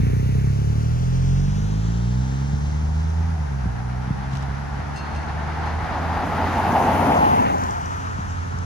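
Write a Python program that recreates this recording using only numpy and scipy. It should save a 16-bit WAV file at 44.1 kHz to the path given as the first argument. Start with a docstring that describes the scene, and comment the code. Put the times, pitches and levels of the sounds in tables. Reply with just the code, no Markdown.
"""Grass verge of a damp road, heard through a closely spaced, widened microphone pair.
A motorcycle that has just gone by pulls away, changes up a gear and fades: firing pulses through a
silencer, with exhaust pops as filtered clicks, a tree-line echo and tyre hiss of shaped noise.
A car comes the other way and sweeps past close by: beamed noises of tyres and spray, and ringing grit.
Behind them are far tyres, metal clinks, rustles, distant traffic and leaves."""
import sys
import numpy as np
from scipy import signal
from scipy.fft import rfft, irfft, next_fast_len
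from scipy.io import wavfile

SR = 44100
rng = np.random.default_rng(int(sys.argv[2]) if len(sys.argv) > 2 else 0)


def store_pcm(level_fs):
    """Save levels as 16-bit WAV."""
    pcm = np.round(np.clip(level_fs, -1, 1) * 32767).astype(np.int16)
    wavfile.write(sys.argv[1], SR, np.atleast_2d(pcm).T)


N = 381448
TIME = np.arange(N) / SR
SIZE = next_fast_len(N + SR // 2, real=True)
FREQS = np.maximum(np.arange(SIZE // 2 + 1) * SR / SIZE, 1)
LOG_FREQS = np.log(FREQS)

# Sizzle from the rear of a wet tread. Each row: frequency in Hz, relative density in dB per Hz.
SIZZLE_SPECTRUM = [(1000, -16), (1700, 2), (2300, 0.5), (2750, -2), (3200, -8), (6000, -38)]
# Fine mist. Each row: frequency in Hz, relative density in dB per Hz.
MIST_SPECTRUM = [(5000, -17), (8000, -14), (9800, 10.5), (12000, -3.5), (14000, 8.5), (16000, -13)]


def motorcycle():
    """Exhaust, pops and tyre hiss; the farther it gets, the more comes by way of the trees."""
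    # Bearing. Each row: time in seconds, lead of the left microphone in ms.
    bearing = [(0, 0.48), (1.2, 0.39), (2.1, 0.24), (4, 0.151), (8.65, 0.059)]
    # Hiss of tyres and chain. Each row: frequency in Hz, relative density in dB per Hz.
    hiss_spectrum = [(150, 11), (400, 3.5), (800, -2.5), (1400, -5), (2200, -4.5), (3300, -3.5), (4800, -7),
                     (6300, -2.5), (8200, -16.5), (10000, -30), (15000, -59)]
    # Level of that hiss. Each row: time in seconds, level in dB.
    hiss_level = [(0, -47), (1.3, -41.5), (3, -45), (4, -62.5), (8.65, -51)]
    start_m, speed_m_per_s, gain_m_per_s2 = 11.7, 5, 2

    gone_m = speed_m_per_s * TIME + gain_m_per_s2 * TIME ** 2 / 2
    doublings = np.log2(1 + gone_m / start_m)   # of the starting distance
    lead_ms, = in_time(bearing)
    hiss_db, = in_time(hiss_level)

    pipe = exhaust()
    pops = backfires()
    echo_db = -28 + 5.5 * doublings
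    to_trees = pipe * from_db(echo_db) + from_db(-8.5) * pops
    echo = trees(to_trees, t60_s=0.84, apart=0.35)

    layers = [(hiss_spectrum, hiss_db, .6),
              (SIZZLE_SPECTRUM, -44 - 23 * doublings, .8),
              (MIST_SPECTRUM, -56 - 11 * doublings, .3)]
    return arrive(pipe + pops, lead_ms) + echo + road_noise(layers, lead_ms, scatter_db=-19.5)


def exhaust():
    """A pressure pulse per firing, sharper under load, through the silencer, with a puff of gas."""
    # The engine pulls, changes up, pulls again. Each row: time in seconds, firings per second.
    engine = [(0, 29.2), (.26, 32.2), (.55, 34.5), (.82, 38), (1, 41.8), (1.3, 44.7), (1.83, 54.6),
              (2.55, 72), (3.28, 82.7), (3.48, 71.3), (3.68, 59.6), (4.3, 66.7), (5.1, 74), (5.9, 81),
              (7, 90.3), (8.65, 87.4)]
    # Hard pull, eased after the first pop, closed for the gear change, then gentle.
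    # Each row: time in seconds, pulse level in dB, sharpness in dB per octave, gas rush in dB.
    throttle = [(0, -6.5, 6, -28), (.8, -1.5, 4, -35), (1.3, 4, 3.05, -36), (1.65, -2, 6.5, -30),
                (1.95, -.5, 7, -40), (2.5, 0.5, 6.5, -39), (2.6, 4.5, 4.5, -38), (3.25, 6.5, 2.5, -35),
                (3.55, -1.5, 1.5, -36.5), (3.8, -6.5, 7, -37), (4.5, -3.5, 4, -37.5), (5.1, -3.5, 4.5, -37),
                (5.9, -0.5, 2.5, -33), (6.5, -2, 3.5, -40), (7.9, -5, 1.5, -34), (8.65, -3, 4.5, -36)]
    # Shape of a firing. Each row: multiple of the firing rate, level in dB.
    firing = [(1, 0.5), (2, -0.5), (3, 2.5), (4, 2.5), (5, -1), (6, 1), (7, 2), (8, -1.5), (9, 8),
              (10, 6.5), (11, 9), (12, 8), (13, 10), (14, 9), (15, 11.5), (16, 12), (17, 14.5), (18, 18)]
    # Silencer response. Each row: frequency in Hz, gain in dB.
    silencer = [(20, -62), (28, -36), (37, -36), (45, -28.5), (56, -25.5), (70, -27), (85, -32), (105, -30),
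                (130, -30.5), (165, -41), (200, -46), (235, -58.5), (270, -57), (300, -69.5), (370, -76),
                (420, -70.5), (490, -84.5), (560, -102), (700, -125), (4000, -180)]
    # Silencer chambers. Each row: frequency in Hz, width in Hz.
    chamber_rows = [(88, 16), (130, 120)]
    # Gas rush. Each row: frequency in Hz, relative density in dB per Hz.
    puff_spectrum = [(22, -40), (45, 1), (70, 7), (130, 1), (200, -6.5), (260, -11), (330, -26), (430, -14),
                     (600, -50.5)]
    # The engine stumbles after its loudest pop: time in seconds, length in seconds, loss in dB.
    stumble_s, stumble_length_s, stumble_db = (4.15, 0.026, 7.7)

    firing_hz, = in_time(engine)
    level_db, sharp_db, puff_db = in_time(throttle)
    uneven_db = .5 + .2 * TIME   # firings grow more uneven as the motorcycle gets farther
    turns = np.cumsum(firing_hz * (1 + .002 * uneven_db * drift(40))) / SR   # counted in firings
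    firing_draw = rng.standard_normal(size=1000)[np.round(turns).astype(int)]
    strength = from_db(uneven_db * firing_draw)

    pulses = np.zeros(N)
    for k, db in firing:
        waver_db = .3 * TIME * drift(7)   # moving air, felt more from farther off
        amplitude = np.sqrt(2) * from_db(db + sharp_db * np.log2(k) + waver_db)
        pulses += amplitude * np.cos(2 * np.pi * round(k) * turns)
    pulses *= strength * from_db(level_db - stumble_db * bump(stumble_s, stumble_length_s))

    gas = rng.standard_normal(N) * np.exp(-2 * (turns % 1))   # dies away after each firing
    puffs = rms_one(filtered(gas, response(puff_spectrum)))
    return filtered(pulses, response(silencer) * chambers(chamber_rows)) + from_db(puff_db) * puffs


def backfires():
    """Unburnt fuel goes off in the pipe: one big pulse that the silencer draws out into a falling thud."""
    # Each row: time in seconds, peak in dB.
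    pops = [(2.532, -16.5), (2.828, -24), (3.385, -26), (3.657, -16.5), (3.668, -24), (4.075, -22),
            (4.105, -14.5), (4.332, -21), (4.484, -22), (4.79, -22.5), (5.129, -25), (7.48, -27),
            (7.79, -28), (8.187, -19.5), (8.256, -25), (8.541, -23)]
    # Silencer as a strong blast meets it, more damped. Each row: frequency in Hz, width in Hz.
    pop_chamber = [(85, 81)]
    # Passband of the thud: low edge in Hz, high edge in Hz.
    band_hz = (48.5, 181)

    band = signal.butter(3, band_hz, "band", fs=SR, output="sos")
    pulse = signal.sosfilt(band, signal.unit_impulse(SR // 4))
    thud = filtered(pulse, chambers(pop_chamber))
    s, peak_db = np.transpose(pops)
    clicks = np.zeros(N)
    clicks[(s * SR).astype(int)] = from_db(peak_db)
    return filtered(clicks, rfft(thud / np.abs(thud).max(), SIZE))


def chambers(table):
    """Each chamber delays the notes near its own pitch (all-pass), so a pulse ends in a low swing."""
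    resonance = np.prod([hz ** 2 - FREQS ** 2 + 1j * FREQS * width_hz for hz, width_hz in table], axis=0)
    return np.conj(resonance) / resonance


def trees(x, t60_s, apart):
    """Diffuse echo from the tree line: decaying noise, slightly different at each microphone."""
    age_s = TIME[:SR]
    decay = np.exp(-np.log(1000) * age_s / t60_s) * (age_s > .02)
    common, own = rng.standard_normal((2, SR)) * decay
    tail = common + apart * own * np.array([[1], [-1]])
    return filtered(x, rfft(tail / np.sqrt(np.sum(common ** 2)), SIZE))


def car():
    """Tyres roar from afar; rumble and spray only carry from close by. Sizzle, mist and grit trail behind."""
    # Bearing. Each row: time in seconds, lead of the left microphone in ms.
    bearing = [(0, 0.0092), (6.9, 0.017), (7.1, 0.067), (7.28, 0.33), (7.48, 0.48), (7.68, 0.38),
               (8.65, 0.26)]
    # Scattered share, high from afar and alongside, low from behind.
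    # Each row: time in seconds, level in dB.
    scatter_level = [(0, 7.5), (5, 0), (6.4, -7.5), (6.85, -3.5), (7.12, -2), (7.28, -1.5), (7.45, -7.5),
                     (8.65, -3.5)]
    # Tyre roar, body rumble, tread rush, spray. Each row: frequency in Hz, relative density in dB per Hz.
    roar_spectrum = [(300, -32), (540, -12), (660, -0.5), (780, 3.5), (880, 3.5), (1050, -5.5),
                     (1400, -20.5), (2500, -64)]
    rumble_spectrum = [(30, -30), (70, -3), (130, -4.5), (250, 0.5), (350, -7), (500, -8.5), (700, -12.5),
                       (1500, -58)]
    rush_spectrum = [(600, -14), (1000, 3), (1350, 3), (1850, -1.5), (2400, -9.5), (3300, -16.5),
                     (5000, -21.5), (9000, -67)]
    spray_spectrum = [(1500, -26), (2800, 7.5), (4200, -8.5), (6300, 6), (8300, -5.5), (10000, -27),
                      (15000, -35)]
    # Radiation. Each: level abreast in dB, gain ahead in dB, gain behind in dB, narrowness of the
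    # rear beam (sign ignored), loss over the grass in dB per m, place along the car in m.
    roar_beam = (-20, 2.17, -15.5, 4.5, 0.21, -0.93)
    rumble_beam = (-20.5, 3, -35, 8, 0.4, 0.32)
    rush_beam = (-31.5, 9.5, 6, 1.2, 0.1251, -1.5)
    spray_beam = (-51.5, 12, 18, -1.5, 0.63, 1.5)
    sizzle_beam = (-36.5, 10.5, -30, 3.5, 1.23, 1.8)
    mist_beam = (-45, 7, -7, 12, 1, 1)
    # Rear treads fling water: time in seconds, length in seconds, extra sizzle in dB.
    fling_s, fling_length_s, fling_db = (7.47, 0.12, 7.8)
    # The wedge between front tread and road beams the roar at the verge:
    # time in seconds, length in seconds, extra level in dB.
    horn_s, horn_length_s, horn_db = (6.8, 0.08, 1.9)
    # Grit flicked up by the tyres. Each row: time in seconds, level in dB.
    grit_hits = [(6.7232, -37), (7.583, -38), (7.6374, -32.5), (7.7088, -32), (7.8593, -37), (8.255, -41),
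                 (8.5879, -35.5)]
    # Ringing of a grain. Each row: frequency in Hz, level in dB, T60 in seconds.
    grit_modes = [(4720, -19, .008), (5840, 3, 0.011), (6967, -1, 0.0086)]

    lead_ms, = in_time(bearing)
    scatter_db, = in_time(scatter_level)
    swell_db = horn_db * bump(horn_s, horn_length_s)
    sizzle_db = passing_db(sizzle_beam) + fling_db * bump(fling_s, fling_length_s)
    layers = [(roar_spectrum, passing_db(roar_beam) + swell_db, 1.2),
              (rumble_spectrum, passing_db(rumble_beam) + swell_db / 2, .9),
              (rush_spectrum, passing_db(rush_beam), .9),
              (spray_spectrum, passing_db(spray_beam), 1.2),
              (SIZZLE_SPECTRUM, sizzle_db, 1.1),
              (MIST_SPECTRUM, passing_db(mist_beam), 1.1)]
    grit = strike(grit_hits, grit_modes, spread_db=2.5)

    left_db = 1.5 * bump(7.58, .49)   # left over right, just after the car is abreast
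    balance = from_db([left_db / 2, -left_db / 2])
    return road_noise(layers, lead_ms, scatter_db) * balance + arrive(grit, lead_ms)


def passing_db(beam):
    """Level of one car noise: spreading with distance, loss over the grass, beaming along the road."""
    abreast_s, speed_m_per_s, miss_m = 7.02, 11.8, 3.75
    abreast_db, ahead_db, behind_db, narrowness, loss_db_per_m, place_m = beam
    along_m = speed_m_per_s * (TIME - abreast_s) - place_m
    distance_m = np.hypot(along_m, miss_m)
    end_on = (along_m / distance_m) ** 2
    beam_db = np.where(along_m < 0, ahead_db * end_on, behind_db * end_on ** abs(narrowness))
    spreading_db = 20 * np.log10(distance_m / miss_m)
    return abreast_db + beam_db - spreading_db - loss_db_per_m * distance_m


def road_noise(layers, lead_ms, scatter_db):
    """A vehicle's noises (spectrum, dB, flicker dB), heard directly and scattered off the hedges."""
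    # Scattered share. Each row: frequency in Hz, gain in dB before scatter_db.
    scatter = [(100, -31), (400, -14), (800, -17.5), (1400, 1), (5000, 5)]
    cloud_hz = 7450

    total = np.zeros((3, N))
    for spectrum, db, flicker_db in layers:
        total += from_db(db + flicker_db * drift(30)) * noise(spectrum, channels=3)
    direct, around = total[0], total[1:]
    spread = 1 / (1 + (cloud_hz / FREQS) ** 8)
    aimed = arrive(filtered(direct, np.sqrt(1 - spread)), lead_ms)
    cloud = filtered(around, np.sqrt(spread))   # top treble, from a spread-out cloud of drops
    scattered = from_db(scatter_db) * filtered(around, response(scatter) * (1 - spread))
    return aimed + cloud + scattered


def far_tyres():
    """Tyres far up the road, ahead: a hum swells while the car is distant; more traffic rises later."""
    # Hum. Each row: frequency in Hz, relative density in dB per Hz.
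    hum_spectrum = [(550, -26), (700, -3.5), (780, 2.5), (880, 3.5), (980, -2), (1150, -17), (1600, -9),
                    (2400, -46)]
    # Its swell: time in seconds, length in seconds, level in dB.
    hum_s, hum_length_s, hum_db = (3.6, 2.02, -45.5)
    # Later tyres. Each row: frequency in Hz, relative density in dB per Hz.
    later_spectrum = [(600, -20), (880, 5.5), (1080, -8), (1300, 5), (1600, -1), (1850, -2), (2100, -36),
                      (3000, -47)]
    # Their entry: start in seconds, rise time in seconds, level in dB.
    start_s, rise_s, level_db = (6.98, 0.28, -46)

    hum_gain = bump(hum_s, hum_length_s) * from_db(hum_db + drift(10))
    middle, sides = hum_gain * noise(hum_spectrum, channels=2)
    hum = middle + from_db(-13) * sides * np.array([[1], [-1]])
    rise = np.clip((TIME - start_s) / rise_s, 0, 1)
    later = rise * from_db(level_db + 0.92 * drift(10)) * noise(later_spectrum)
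    return hum + later


def clinks():
    """A small metal thing rattles near the microphones: struck decaying modes."""
    # Each row: time in seconds, level in dB before the trim below.
    hits = [(4.961, -34), (4.985, -46), (5.16, -41), (5.66, -42)]
    # Ringing metal. Each row: frequency in Hz, level in dB, T60 in seconds.
    modes = [(2710, -5.5, 0.4), (4290, -7, 0.6), (4962, -6.5, 0.17), (5800, -15, 0.17), (6332, -11, 0.31),
             (7800, -20, .15), (8236, -19, .22), (9350, -18, .1), (9787, -23, .25)]
    return from_db(-5) * strike(hits, modes, spread_db=1.5)


def strike(events, modes, spread_db):
    """Each blow sets every mode, a two-pole resonator, ringing with a strength of its own."""
    s, event_db = np.transpose(events)
    out = np.zeros(N)
    for hz, mode_db, t60_s in modes:
        clicks = np.full(N, 1e-18)   # tiny floor keeps the filter out of denormals
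        chance_db = spread_db * rng.standard_normal(len(s))
        clicks[(s * SR).astype(int)] = from_db(event_db + mode_db + chance_db)
        r = from_db(-60 / (t60_s * SR))   # decay per sample
        w = 2 * np.pi * hz / SR
        out += signal.lfilter([0, np.sin(w)], [1, -2 * r * np.cos(w), r * r], clicks)
    return out


def rustles():
    """Brief grainy swells of noise near the microphones."""
    # Each row: time in seconds, level in dB before the grain, length in seconds.
    swells = [(4.354, -49, 0.029), (4.429, -50.5, 0.01), (4.974, -51, 0.022), (5.159, -57, .015),
              (5.664, -58, .02)]
    # Each row: frequency in Hz, relative density in dB per Hz.
    colour = [(1500, -17), (2800, 8), (6500, 2), (9500, -11), (15000, -25)]
    swell = sum(from_db(db) * np.exp(-.5 * ((TIME - s) / length_s) ** 2) for s, db, length_s in swells)
    grain = from_db(5.25 * drift(510))
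    return swell * grain * noise(colour, channels=2)


def distant_air():
    """Distant traffic and leaves: steady shaped noise, unrelated at the two microphones."""
    # Each row: frequency in Hz, relative density in dB per Hz.
    spectrum = [(25, -13), (55, 11.5), (150, 6.5), (300, 1.5), (550, -2.5), (900, -5), (1600, -17),
                (3200, -21), (6000, -14), (8500, -28.5), (10500, -21.5), (15000, -96)]
    return from_db(-42.5) * noise(spectrum, channels=2)


def from_db(db):
    """Amplitude factor of a level in dB."""
    return np.exp(np.asarray(db) * (np.log(10) / 20))


def rms_one(x):
    """Scale to an rms of 1."""
    return x / np.sqrt(np.mean(x ** 2) + 1e-20)


def in_time(rows):
    """Each column of a table as a curve over all samples."""
    s, *columns = np.transpose(rows)
    return [np.interp(TIME, s, c) for c in columns]


def response(points):
    """Gain at every frequency from a short (Hz, dB) table."""
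    hz, db = np.transpose(points)
    return from_db(np.interp(LOG_FREQS, np.log(hz), db))


def filtered(x, gain):
    """Apply a frequency response by FFT."""
    return irfft(rfft(x, SIZE) * gain, SIZE)[..., :N]


def bump(centre_s, length_s):
    """A smooth swell of height 1."""
    return np.exp(-((TIME - centre_s) / length_s) ** 2)


def drift(rate_hz):
    """Slow chance of rms 1: random knots joined by lines."""
    knots = rng.standard_normal(int(rate_hz * N / SR) + 2)
    return rms_one(np.interp(TIME * rate_hz, np.arange(len(knots)), knots))


def noise(spectrum, channels=1):
    """Noises of one colour from one loop of rms 1; taken seconds apart, they are unrelated."""
    phases = np.exp(2j * np.pi * rng.random(len(FREQS)))
    loop = rms_one(irfft(response(spectrum) * phases, SIZE))
    return np.array([np.roll(loop, k * SIZE // channels)[:N] for k in range(channels)])


def arrive(x, lead_ms):
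    """A sound from one side reaches the nearer microphone first; a positive lead is the left's."""
    return np.array([np.interp(TIME + side * lead_ms / 2000, TIME, x) for side in (1, -1)])


def scene():
    """Sum of all sources at the two microphones."""
    return motorcycle() + car() + far_tyres() + clinks() + rustles() + distant_air()


def record(dry):
    """The pair is reshaped in width, each side has its own colour, and the top is cut."""
    # Each row: frequency in Hz, side boost in dB.
    width = [(50, -1), (130, 8), (300, 8), (600, 12), (1000, 9), (1800, 1), (3000, 0), (15000, -2.5)]
    # Each row: frequency in Hz, left over right in dB.
    left_over_right = [(60, -1.4), (200, -1.3), (350, 0.9), (650, -0.5), (1200, 3), (2300, -0.5), (4200, 2),
                       (5900, 7), (7800, 0.5), (15000, -0.5)]
    mid = (dry[0] + dry[1]) / 2
    side = filtered((dry[0] - dry[1]) / 2, response(width))
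    tilt = np.sqrt(response(left_over_right))   # half to each side
    pair = np.array([filtered(mid + side, tilt), filtered(mid - side, 1 / tilt)])
    top_cut = signal.cheby2(14, 70, 16000, fs=SR, output="sos")   # 70 dB down from 16 kHz
    return signal.sosfilt(top_cut, pair)


dry = scene()
out = record(dry)
store_pcm(out)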